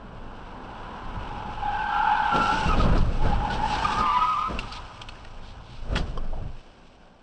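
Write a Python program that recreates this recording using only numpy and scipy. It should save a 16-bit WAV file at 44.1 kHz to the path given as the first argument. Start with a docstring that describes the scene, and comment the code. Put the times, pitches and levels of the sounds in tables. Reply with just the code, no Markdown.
"""Skidding saloon, heard from a following car

A saloon skids through a junction on squealing tyres, slides on and squeals again: stick-slip tones,
chirps, squeaks and tearing noise, echoed by the street. The following car rumbles over the crossing
(shaped noise, ringing body modes) and brakes; loose things in its cabin tick as struck modes and
rattles, one knocks sharply as it slows, and the brakes groan as it stops."""
import sys
import numpy as np
from scipy import signal
from scipy.fft import rfft, irfft, next_fast_len
from scipy.io import wavfile
from scipy.ndimage import uniform_filter1d, minimum_filter1d

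SR = 44100
rng = np.random.default_rng(int(sys.argv[2]) if len(sys.argv) > 2 else 0)


def generate_wav(signal):
    """Clip the signal to [-1, 1] and save it as 16-bit WAV at the path in sys.argv[1]."""
    frames = np.transpose(np.atleast_2d(signal))
    scaled = np.clip(frames, -1, 1) * 32767
    pcm = np.round(scaled).astype(np.int16)
    wavfile.write(sys.argv[1], SR, pcm)


N = 318611
TIME = np.arange(N) / SR


def from_db(db):
    """Decibels to amplitude gain."""
    return 10 ** (np.asarray(db) / 20)


def rms_one(x):
    """Scale to unit rms."""
    return x / np.sqrt(np.mean(np.abs(x) ** 2) + 1e-20)


def in_time(rows):
    """Interpolate each column of a curve at every sample."""
    time_s, *columns = np.transpose(rows)
    return [np.interp(TIME, time_s, column) for column in columns]


def low_pass(x, hz, order=2):
    """Butterworth low-pass."""
    return signal.sosfilt(signal.butter(order, min(hz, SR / 3), fs=SR, output="sos"), x)


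def band(x, low_hz, high_hz, order=2):
    """Butterworth band-pass."""
    edges_hz = [low_hz, min(high_hz, SR / 2.3)]
    return signal.sosfilt(signal.butter(order, edges_hz, "band", fs=SR, output="sos"), x)


def drift(rate_hz, order=2, size=N):
    """Smooth random wander of unit rms, drawn at every 16th sample."""
    step, run_in = 16, 3000
    white = rng.standard_normal(N // step + run_in + 2)
    slow = rms_one(low_pass(white, rate_hz * step, order)[run_in:])
    return np.interp(np.arange(size) / step, np.arange(len(slow)), slow)


def noise(spectrum):
    """Gaussian noise of a given spectral density, unit rms, falling away beyond the end points."""
    hz, db = np.transpose(spectrum)
    size = next_fast_len(N, real=True)
    f = np.maximum(np.fft.rfftfreq(size, 1 / SR), 1)
    skirts = np.minimum(1, np.minimum(f / hz[0], hz[-1] / f)) ** 2
    colour = from_db(np.interp(np.log(f), np.log(hz), db))
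    white = rfft(rng.standard_normal(size))
    return rms_one(irfft(white * skirts * colour, size)[:N])


def swell(start_s, end_s, rise_s, fall_s):
    """Gain that rises, holds from start to end and dies away; rise and fall are times per 20 dB."""
    before = np.maximum(start_s - TIME, 0) / rise_s
    after = np.maximum(TIME - end_s, 0) / fall_s
    return np.exp(-np.log(10) * (before + after).clip(0, 10))


def strike(hits, modes):
    """Each hit excites every damped resonance with a random strength of its own."""
    out = np.zeros(N)
    hit_s, level_db = np.transpose(hits)[:2]
    for hz, mode_db, t60_s in modes:
        clicks = np.full(N, 1e-18)
        chance_db = rng.normal(0, 1.5, len(hit_s))
        clicks[(hit_s * SR).astype(int)] = from_db(level_db + mode_db + chance_db)
        radius = np.exp(-np.log(1000) / (t60_s * SR))
        angle = 2 * np.pi * hz / SR
        out += signal.lfilter([0, np.sin(angle)], [1, -2 * radius * np.cos(angle), radius ** 2], clicks)
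    return out


# Steady rolling, dying away as the car stops: t/s, body rumble/dB, road roar/dB, tyre hiss/dB
ROLLING_CURVE = [(0, -44, -47, -67), (.75, -47, -44, -60), (1.4, -38, -42.5, -57.5),
                 (2.1, -46.5, -44, -53.5), (4.35, -46, -49.5, -48), (5.8, -46, -55, -61.5),
                 (6.65, -56.5, -56, -60), (7.22, -61, -57, -67)]
# Shaking from rough ground or hard braking: start t/s, end t/s, rumble/dB, roar/dB
SHAKING_SPELLS = [(2.383, 4.016, -37.5, -37), (2.792, 2.948, -21, -25), (2.996, 3.087, -25, -59),
                  (3.266, 3.373, -27.5, -50), (5.926, 6, -27.5, -33.5), (6.07, 6.3, -40, -45.5),
                  (6.375, 6.45, -35.5, -48)]
# Single bumps under the wheels: t/s, rumble/dB, roar/dB
WHEEL_BUMPS = [(1.17, -33.5, -48), (2.357, -45, -23), (2.531, -46, -28.5), (2.679, -26.5, -27),
               (2.92, -24, -23.5), (3.255, -21.5, -25.5), (3.539, -30.5, -35.5), (3.99, -35.5, -32.5),
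               (4.189, -41, -40.5), (4.503, -34, -31), (4.551, -30.5, -36), (4.65, -38, -44.5),
               (5.932, -39, -36.5), (6.11, -37, -56), (6.425, -31.5, -46.5)]
SHAKE_RISE_S, SHAKE_FALL_S = 0.11, 0.14  # per 20 dB
BUMP_RISE_S, BUMP_FALL_S = 0.037, 0.12  # per 20 dB


def shaking():
    """Rumble and roar gains: rolling, shaking spells and bumps add in power."""
    power = from_db(in_time(ROLLING_CURVE)[:2]) ** 2
    for start_s, end_s, *db in SHAKING_SPELLS:
        power += np.outer(from_db(db), swell(start_s, end_s, SHAKE_RISE_S, SHAKE_FALL_S)) ** 2
    for time_s, *db in WHEEL_BUMPS:
        power += np.outer(from_db(db), swell(time_s, time_s, BUMP_RISE_S, BUMP_FALL_S)) ** 2
    return np.sqrt(power)


# Relative noise densities of body rumble, heave on the springs and floor roar: f/Hz, density/dB
RUMBLE_SPECTRUM = [(38, -10), (48, 5), (62, -5), (85, -6.5), (125, -5), (165, -18.5)]
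HEAVE_SPECTRUM = [(14, -5.5), (20, 1), (27, -2), (36, -15), (44, -22)]
ROAR_SPECTRUM = [(110, -18), (140, -9.5), (175, 1.5), (240, -1), (330, -7), (450, -6.5), (650, -7.5),
                 (850, -16), (1200, -14), (1600, -17.5), (2000, -22.5)]
HEAVE_REL_RUMBLE_DB, HEAVE_SMOOTHING_S = 2.5, 0.24


def ride():
    """The road shakes the car body, rocks it on its springs and roars through the floor."""
    rumble_gain, roar_gain = shaking()
    rumble = rumble_gain * noise(RUMBLE_SPECTRUM)
    heave_gain = uniform_filter1d(rumble_gain, size=int(HEAVE_SMOOTHING_S * SR))
    heave = from_db(HEAVE_REL_RUMBLE_DB) * heave_gain * noise(HEAVE_SPECTRUM)
    roar = roar_gain * from_db(1.0 * drift(35)) * noise(ROAR_SPECTRUM)
    return rumble + heave + roar


# Drag of sliding rubber on asphalt: t/s, level/dB
DRAG_CURVE = [(0, -61), (.85, -51), (1.55, -49), (2.3, -39), (2.72, -43), (2.98, -47), (3.14, -79),
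              (3.28, -47), (3.6, -46.5), (3.8, -40), (4.15, -48), (4.35, -53), (4.75, -54.5), (5.3, -66),
              (6, -64), (6.7, -83)]
# Patches of loose grit under the tyres: start t/s, end t/s, level/dB
LOOSE_GRIT = [(2.43, 2.68, -43), (3.697, 3.948, -43), (4.316, 4.857, -63.5), (5.848, 6.095, -60.5)]
# Relative noise densities of the three voices: f/Hz, density/dB
SCRUB_SPECTRUM = [(600, -19), (820, 5), (970, 3.5), (1100, -3), (1250, -2), (1600, -4), (1850, -17.5),
                  (2400, -28.5)]
RASP_SPECTRUM = [(1400, -28), (1900, 2), (2400, 1.5), (2900, 3.5), (3600, -5.5), (4600, -16), (6500, -38.5)]
GRIT_SPECTRUM = [(3000, -2), (4200, 2.5), (5600, 1.5), (6700, -4.5), (8000, -6), (9000, -14), (11000, -16)]
SCRUB_REL_DRAG_DB, RASP_REL_DRAG_DB, GRIT_REL_DRAG_DB = 10, -1.5, -20
HISS_IN_GRIT_DB, PATCH_IN_RASP_DB = -5, 1
PATCH_RISE_S, PATCH_FALL_S = 0.19, 0.18  # per 20 dB


def scrubbing():
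    """Rubber drags and rolls over coarse asphalt; rasp and grit come in tiny uneven bursts."""
    drag = from_db(in_time(DRAG_CURVE)[0])
    hiss = from_db(in_time(ROLLING_CURVE)[2])
    patches = sum(from_db(db) * swell(start_s, end_s, PATCH_RISE_S, PATCH_FALL_S)
                  for start_s, end_s, db in LOOSE_GRIT)
    grains = from_db(1.7 * drift(160) + 1.0 * drift(11))
    scrub = from_db(SCRUB_REL_DRAG_DB) * drag * noise(SCRUB_SPECTRUM)
    # norm: contributions add in power
    rasp_parts = [from_db(RASP_REL_DRAG_DB) * drag, hiss, from_db(PATCH_IN_RASP_DB) * patches]
    rasp = np.linalg.norm(rasp_parts, axis=0) * noise(RASP_SPECTRUM)
    grit_parts = [from_db(GRIT_REL_DRAG_DB) * drag, from_db(HISS_IN_GRIT_DB) * hiss, patches]
    grit = np.linalg.norm(grit_parts, axis=0) * noise(GRIT_SPECTRUM)
    return scrub + grains * (rasp + grit)


# Wash of other traffic: t/s, level/dB
TRAFFIC_CURVE = [(0, -55.5), (5.3, -54), (6.2, -60), (6.7, -58), (7.22, -62.5)]
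# Its relative noise density: f/Hz, density/dB
WASH_SPECTRUM = [(350, -1), (600, -5.5), (900, 1), (1300, -5), (1600, 0), (2100, -22)]


def traffic():
    """Other cars roll by in uneven surges, dulled by the closed windows."""
    surge_db = 1.8 * drift(5.2)
    return from_db(in_time(TRAFFIC_CURVE)[0] + surge_db) * noise(WASH_SPECTRUM)


SLIP_START_DB = -50  # envelope below which the tyre is silent


def tyre(hz, envelope, rough, spread_hz, waver_hz, flutter_db, second_db, third_db):
    """Tread blocks stick and slip: in step one wavering tone, out of step a hoarse band around it."""
    sliding = envelope > from_db(SLIP_START_DB)
    size, rough, out = sliding.sum(), np.clip(rough, 0, 1), np.zeros(N)
    wavering_hz = hz[sliding] + waver_hz * drift(35.25, size=size)
    turn = np.exp(2j * np.pi * np.cumsum(wavering_hz) / SR)
    scatter_re = drift(spread_hz, order=4, size=size)
    scatter_im = drift(spread_hz, order=4, size=size)
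    scatter = (scatter_re + 1j * scatter_im) / np.sqrt(2)
    slip = turn * (np.sqrt(1 - rough ** 2) + rough * scatter)
    # friction holds the mean swing steady while the blocks beat against each other
    slip /= np.sqrt(uniform_filter1d(np.abs(slip) ** 2, size=1300) + 1e-9)
    # sudden release of each slip adds ragged overtones
    ragged = turn * np.exp(1j * 0.85 * drift(94, size=size))
    wave = np.real(slip * (1 + from_db(second_db) * ragged + from_db(third_db) * ragged ** 2))
    out[sliding] = np.sqrt(2) * wave * from_db(flutter_db * drift(36, size=size))
    return envelope * out


# Howls: start t/s, end t/s, rise/(s per 20 dB), fall/(s per 20 dB), start f/Hz, glide/(Hz/s), level/dB,
# roughness (clipped to 1), spread/Hz, second harmonic/dB
HOARSE_SKIDS = [(.95, 1.187, 1.1, 0.48, 982, 24.5, -48, 0.5, 110, -11),
                (2.06, 2.194, .35, 0.17, 900.7, 66, -29.5, 0.74, 73, -25.5),
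                (1.76, 2.265, 0.19, 0.13, 1563, -32, -34.5, 0.67, 83, -19.5),
                (1.94, 2.067, 0.08, 0.13, 1340, 597, -29.5, 0.69, 121, -19.5),
                (2.121, 2.573, 0.21, 0.28, 1464, -59, -35, 1.1, 129.4, -18.5),
                (2.328, 2.493, 0.038, 0.12, 1381, -190, -25, 0.33, 80, -19),
                (2.505, 2.559, .03, 0.13, 1421, 900.5, -31.5, .45, 80, -19.5),
                (2.876, 3.017, 0.1, 0.05, 1017, 6, -40.5, 0.87, 147, -20.5),
                (3.45, 3.758, 0.28, 0.12, 889, 169, -37, 0.84, 75, -9.5),
                (3.751, 4.097, 0.12, 0.28, 860.4, 110.5, -32.5, 1.04, 60.5, -10),
                (3.27, 3.697, 0.069, 0.16, 1537, 1.5, -48, 0.65, 112, -10.5),
                (3.781, 3.984, 0.13, 0.13, 1578, 93, -38, 0.5, 90, -24),
                (3.89, 3.962, 0.049, 0.057, 1194, -600, -31.5, 0.6, 90, -16)]


def skids():
    """Hoarse sliding tyres: each swells, glides slowly while it holds, and fades."""
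    out = np.zeros(N)
    for start_s, end_s, rise_s, fall_s, hz, glide, db, rough, spread_hz, overtone_db in HOARSE_SKIDS:
        pitch_hz = hz + glide * (np.clip(TIME, start_s, end_s) - start_s)
        envelope = swell(start_s, end_s, rise_s, fall_s)
        out += from_db(db) * tyre(pitch_hz, envelope, rough, spread_hz, waver_hz=21.78, flutter_db=1.4,
                                  second_db=overtone_db, third_db=overtone_db - 16.0)
    return out


# Relative noise density of tearing rubber: f/Hz, density/dB
TEARING_SPECTRUM = [(1700, -11), (2200, 8.5), (2800, -1.5), (3400, -0.5), (4500, -19.5), (6000, -33.5)]
TEARING_REL_TONES_DB = -26


def tearing(tones):
    """Rubber tears at the height of each slip: noise follows the rectified tones."""
    gain = from_db(TEARING_REL_TONES_DB + 2.0 * drift(70))
    return gain * np.abs(tones) * noise(TEARING_SPECTRUM)


# Most loaded tyre in each of the two slides: t/s, f/Hz, level/dB before trim
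FIRST_SLIDE = [(1.35, 835, -38), (1.58, 835, -41), (1.62, 831, -32.5), (1.69, 836, -25), (1.72, 829.4, -29),
               (1.79, 836, -27), (1.88, 840, -30), (1.929, 815, -28.5), (1.99, 850, -24),
               (2.03, 850, -27.5), (2.12, 830, -20.5), (2.157, 840, -28), (2.2, 862, -25.5),
               (2.27, 812, -28.5), (2.381, 865, -26), (2.44, 850, -31), (2.48, 820, -30),
               (2.536, 860, -25.5), (2.6, 890, -33.5), (2.638, 855, -27), (2.7, 819, -37.5)]
SECOND_SLIDE = [(3.185, 825, -46), (3.22, 865.4, -29), (3.25, 882, -42.5), (3.31, 825, -35.5),
                (3.37, 820, -44), (3.46, 845, -27), (3.49, 810.7, -31), (3.55, 835, -35),
                (3.6, 829.3, -33.5), (3.66, 868, -27), (3.69, 835, -35), (3.73, 860, -25), (3.78, 892, -38)]


def howl(curve, edge_s=.15):
    """The most loaded tyre wobbles in pitch and strength as its grip comes and goes."""
    hz, db = in_time(curve)
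    sliding = swell(curve[0][0], curve[-1][0], edge_s, edge_s)
    trim_db = -.5
    return from_db(db + trim_db) * tyre(hz, sliding, 0.55, spread_hz=56, waver_hz=14, flutter_db=1.6,
                                        second_db=-21.5, third_db=-26)


# Joint level of the tread-block squeaks: t/s, level/dB
SQUEAK_CURVE = [(1.65, -52), (1.85, -49.5), (2.1, -44), (2.35, -44.5), (2.72, -44), (2.95, -70), (3.6, -62),
                (3.77, -42.5), (3.95, -45.5), (4.15, -40), (4.32, -49), (4.47, -55), (4.56, -67)]
SQUEAKS_PER_S, SQUEAK_WIDTH_S, SQUEAK_MAX_GLIDE_HZ_PER_S = 130, 0.0075, 2400
SQUEAK_LOW_HZ, SQUEAK_HIGH_HZ = 2110, 4303
SQUEAK_STRONGEST_HZ, SQUEAK_FALL_DB_PER_OCTAVE = 2720, 25


def squeaks():
    """Tread blocks let go singly: brief gliding whistles overlap into a torn edge on the squeal."""
    out, t = np.zeros(N), np.arange(-SR // 20, SR // 20) / SR
    start_s, end_s = SQUEAK_CURVE[0][0], SQUEAK_CURVE[-1][0]
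    chances = rng.random((int((end_s - start_s) * SQUEAKS_PER_S), 4))
    for k, (late, pitch, bend, weakness) in enumerate(chances):
        centre_hz = SQUEAK_LOW_HZ * (SQUEAK_HIGH_HZ / SQUEAK_LOW_HZ) ** pitch
        hz = centre_hz + SQUEAK_MAX_GLIDE_HZ_PER_S * (2 * bend - 1) * t
        duller_db = SQUEAK_FALL_DB_PER_OCTAVE * np.abs(np.log2(hz / SQUEAK_STRONGEST_HZ))
        gain = from_db(-9 * weakness - duller_db) * np.exp(-(t / SQUEAK_WIDTH_S) ** 2 / 2)
        at = int((start_s + (k + late) / SQUEAKS_PER_S + t[0]) * SR)
        out[at:at + len(t)] += gain * np.sin(2 * np.pi * np.cumsum(hz) / SR)
    active_rms = np.std(out[int(start_s * SR):int(end_s * SR)])
    return from_db(in_time(SQUEAK_CURVE)[0]) * out / active_rms


# Suspension jolts: t/s, level/dB
SUSPENSION_JOLTS = [(2.34, -41), (2.66, -25.5), (2.897, -19), (3.0, -23), (3.285, -32), (5.955, -31),
                    (6.01, -30)]
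# Car body modes: f/Hz, level/dB, t60/s
BODY_MODES = [(20.1, -17.5, 0.38), (35.2, 7, 0.19), (70, 1.5, 0.23), (121, 2, 0.04), (168, 4, 0.11)]


def jolts():
    """Jolts through the suspension ring the body's low modes."""
    return strike(SUSPENSION_JOLTS, BODY_MODES)


# Loose things in the cabin: t/s, click/dB, rattle/dB, f/Hz, rattle t60/s
CABIN_KNOCKS = [(2.36, -50, -31, 3516, .079), (2.679, -48, -35, 4450, .028),
                (2.976, -45, -36.5, 5100, 0.088), (3.843, -41, -25, 2420, 0.045),
                (3.984, -50, -36, 4930, 0.17), (4.5891, -32.5, -23.5, 2730, .045),
                (4.592, -50, -37.5, 4340, 0.12), (4.723, -38.5, -34, 4600, .03),
                (5.015, -42.5, -31, 3220, 0.045), (5.086, -52, -31.5, 3070, 0.043),
                (5.0903, -44.5, -49, 4310, .05), (5.155, -50, -43, 1760, .07),
                (5.2493, -44, -35.5, 1870, 0.02), (5.954, -42, -29, 3320, .05),
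                (5.9597, -26.5, -22, 1980, 0.079), (5.9665, -42, -30, 1200, 0.089),
                (5.9714, -35, -32, 3270, .13), (5.975, -48, -33.5, 4950, .1)]
# Trim modes: f/Hz, level/dB, t60/s
TRIM_MODES = [(875, 0.5, 0.04), (1150, -6, .03), (1440, 2, .035), (1900, -4, 0.012), (2700, 9.5, 0.0098),
              (4050, 1, 0.0058), (4760, -11.5, .008), (7460, -19.5, 0.012)]
KNOCK_ATTACK_S = .0015
OWN_RING_REL_CLICK_DB, OWN_RING_T60_S = 9.5, 0.032


def knocks():
    """Each contact is a hard click ringing the trim and the thing itself, then a dying rattle."""
    out = strike(CABIN_KNOCKS, TRIM_MODES)
    t = TIME[:SR // 4]
    attack = np.minimum(t / KNOCK_ATTACK_S, 1)
    for time_s, click_db, rattle_db, hz, t60_s in CABIN_KNOCKS:
        chatter = rng.standard_normal(len(t)) * from_db(1.4 * drift(300, size=len(t)))
        rattle = rms_one(band(chatter, hz / 1.22, hz * 1.05, order=1))
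        rattle = from_db(rattle_db) * rattle * np.exp(-np.log(1000) * t / t60_s)
        ring = np.sin(2 * np.pi * hz * t) * np.exp(-np.log(1000) * t / OWN_RING_T60_S)
        ring = from_db(click_db + OWN_RING_REL_CLICK_DB) * ring
        start = int(time_s * SR)
        out[start:start + len(t)] += (rattle + ring) * attack
    return band(out, 460, 9000)


# Brief scrapes as the cars swerve and brake: t/s, level/dB, Gaussian width/s
SCRAPES = [(2.55, -44, 0.082), (2.813, -34.5, 0.027), (2.988, -41, 0.028), (3.287, -48, 0.05),
           (3.506, -41, 0.0054), (3.543, -37, 0.019), (3.736, -35.5, 0.022), (3.928, -35, 0.0077),
           (4.17, -45.5, 0.094), (4.683, -47.5, 0.014), (4.746, -39.5, 0.021), (4.773, -46.5, 0.011),
           (5.477, -51, 0.037), (5.733, -52.5, 0.063)]


def scuffs():
    """Each scrape swells and fades with a grainy rustle of band-passed noise."""
    speed = sum(from_db(db) * np.exp(-((TIME - time_s) / width_s) ** 2 / 2)
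                for time_s, db, width_s in SCRAPES)
    grains = from_db(2.0 * drift(120))
    return speed * rms_one(band(rng.standard_normal(N), 2030, 4400) * grains)


# Short bites of the rubber: t/s, f/Hz, level/dB, Gaussian width/s, glide/(Hz/s), second harmonic/dB
TREAD_BITES = [(2.692, 1390, -36.5, .013, -600, 3), (2.708, 1293, -21, 0.014, 8, -21),
               (2.734, 1243, -22, 0.0085, -900, -8.5), (2.807, 1245, -17, 0.0058, -1.5, -16.5),
               (3.275, 1530, -35.5, 0.02, 307, -21), (3.333, 814, -21, 0.0078, -600, -19.5),
               (3.512, 1474, -27, 0.0094, 1503, -13.5), (3.64, 850, -19.5, 0.015, 903, -19),
               (3.8545, 1214, -12.5, 0.0043, -2500, -17), (4.222, 1258, -18.5, 0.022, 1, -20)]


def chirps():
    """The tread bites briefly: Gaussian tone bursts with overtones, bending in pitch."""
    out, wander_hz = np.zeros(N), 20 * drift(120.0)
    for time_s, hz, db, width_s, glide, overtone_db in TREAD_BITES:
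        near = np.abs(TIME - time_s) < .15
        t = TIME[near] - time_s
        phase = 2 * np.pi * np.cumsum(hz + glide * t + wander_hz[near]) / SR
        overtones = np.sin(2 * phase) + from_db(-18) * np.sin(3 * phase)
        wave = np.sin(phase) + from_db(overtone_db) * overtones
        out[near] += from_db(db) * np.exp(-(t / width_s) ** 2 / 2) * wave
    return out


# Two tones of the final screech: t/s, f/Hz, level/dB before trim
UPPER_TONE = [(3.96, 1156, -32), (3.986, 1262, -23.5), (4.11, 1168, -24), (4.162, 1222, -27),
              (4.188, 1161, -23), (4.21, 1229, -29), (4.33, 1267, -20.5), (4.348, 1184, -27),
              (4.444, 1243, -25), (4.476, 1310, -28.5), (4.49, 1270, -38.5)]
LOWER_TONE = [(4.0, 1010, -41), (4.035, 1055, -28), (4.091, 1000, -28.5), (4.13, 987, -28),
              (4.174, 1000, -16), (4.205, 985, -35), (4.242, 985, -21.5), (4.268, 1000, -33.5),
              (4.341, 1030, -35), (4.451, 1045, -36), (4.495, 1020, -32.5)]


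def screech(edge_s=0.032):
    """Two clearer tones of the tread beat together as the car swings back."""
    upper_hz, upper_db = in_time(UPPER_TONE)
    lower_hz, lower_db = in_time(LOWER_TONE)
    upper_on = swell(UPPER_TONE[0][0], UPPER_TONE[-1][0], edge_s, edge_s)
    lower_on = swell(LOWER_TONE[0][0], LOWER_TONE[-1][0], edge_s, edge_s)
    upper_trim_db, lower_trim_db = -1.5, -0.5
    upper = from_db(upper_db + upper_trim_db) * tyre(
        upper_hz, upper_on, 0.3, spread_hz=110, waver_hz=10, flutter_db=2.2, second_db=-25, third_db=-30)
    lower = from_db(lower_db + lower_trim_db) * tyre(
        lower_hz, lower_on, 0.3, spread_hz=37, waver_hz=8, flutter_db=1.8, second_db=-13, third_db=-24)
    both = upper + lower
    # friction couples the tones, adding a strand at the sum of their pitches
    swing = np.sqrt(np.abs(uniform_filter1d(both ** 2, size=1300)) + 1e-9)
    sum_tone = band(upper * lower, 1700, 2800) / swing
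    return both + from_db(-12 + 2 * drift(60)) * sum_tone


JUDDER_FROM_S, JUDDER_TO_S, JUDDER_HZ, JUDDER_PEAK_DB = 6.08, 6.31, 19.8, -25.5


def judder():
    """The body rocks quickly to and fro under hard braking: a wavering low sine."""
    envelope = swell(JUDDER_FROM_S, JUDDER_TO_S, rise_s=0.18, fall_s=0.31)
    phase = 2 * np.pi * np.cumsum(JUDDER_HZ + 0.92 * drift(6.7)) / SR
    return from_db(JUDDER_PEAK_DB) * envelope * np.sin(phase)


# Hollow plastic clunk: t/s, level/dB
CLUNK_HITS = [(6.1732, -43), (6.1757, -28), (6.1825, -33.5)]
# Its modes: f/Hz, level/dB, t60/s
HOLLOW_MODES = [(513, -4, 0.069), (810, -12, .019), (1090, 4, 0.045), (1290, -13, 0.027),
                (3140, -10, 0.025), (4750, -15, 0.02), (5400, -16, .014), (7700, -28, .012)]


def clunks():
    """Close hits ring the damped modes of hollow plastic."""
    return strike(CLUNK_HITS, HOLLOW_MODES)


# Brake groan as the car comes to rest: t/s, level/dB
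GROAN_CURVE = [(6.323, -58), (6.332, -37), (6.357, -52), (6.38, -42), (6.405, -53), (6.45, -55.5),
               (6.58, -61)]


def groan():
    """The brake pads drag with a short dull rasp of band-passed noise."""
    return from_db(in_time(GROAN_CURVE)[0]) * rms_one(band(rng.standard_normal(N), 520, 850))


def squeals():
    """All tones of the sliding tyres, the tearing that follows their beating, and the squeaks."""
    tones = skids() + howl(FIRST_SLIDE) + howl(SECOND_SLIDE) + chirps() + screech()
    return tones + tearing(tones) + squeaks()


def street(x, t60_s=2.3, wet_db=-14, shimmer_hz=18):
    """Houses and trees scatter the squeal back later, along paths that shift as the cars move."""
    t, wet = TIME[:2 * SR], 0
    for _ in range(3):
        decay = np.exp(-np.log(1000) * t / t60_s)
        tail = rng.standard_normal(len(t)) * decay * np.minimum(t / 0.065, 1)
        echo = signal.fftconvolve(x, tail / np.linalg.norm(tail))[:N]
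        wet = wet + drift(shimmer_hz) * echo / np.sqrt(3)
    return x + from_db(wet_db) * wet


def cabin(x, glass_db=-12, count=14):
    """Windscreen, windows and roof send back close reflections that ripple the spectrum."""
    lags = (rng.uniform(.001, .014, count) * SR).astype(int)
    signs = rng.choice([-1, 1], count)
    echoes = sum(sign * np.pad(x, (lag, 0))[:N] for lag, sign in zip(lags, signs))
    share = from_db(glass_db)
    return (x + share * echoes / np.sqrt(count)) / np.sqrt(1 + share ** 2)


def scene():
    """Tyres and traffic outside, the car's own noises inside."""
    outside = street(squeals()) + cabin(scrubbing() + traffic())
    inside = ride() + jolts() + knocks() + scuffs() + judder() + clunks() + groan()
    return (outside + inside)[None]


# Two notches in the overall tone: f/Hz, width/Hz, depth (0-1)
NOTCHES = [(1973, 750, 0.55), (6780, 1500, 0.54)]
CUTOFF_HZ, LIMIT_CEILING = 8950, .28


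def record(dry):
    """Two notches thin out bands near 2 and 6.8 kHz; a limiter holds the peaks, a filter cuts the top."""
    for hz, width_hz, depth in NOTCHES:
        peak = signal.lfilter(*signal.iirpeak(hz, hz / width_hz, fs=SR), dry)
        dry = dry - min(depth, 1) * peak
    room_left = LIMIT_CEILING / np.maximum(np.abs(dry), LIMIT_CEILING)
    limited = dry * uniform_filter1d(minimum_filter1d(room_left, size=500), size=400)
    return signal.sosfilt(signal.ellip(10, .3, 70, CUTOFF_HZ, fs=SR, output="sos"), limited)


dry = scene()
out = record(dry)
generate_wav(out)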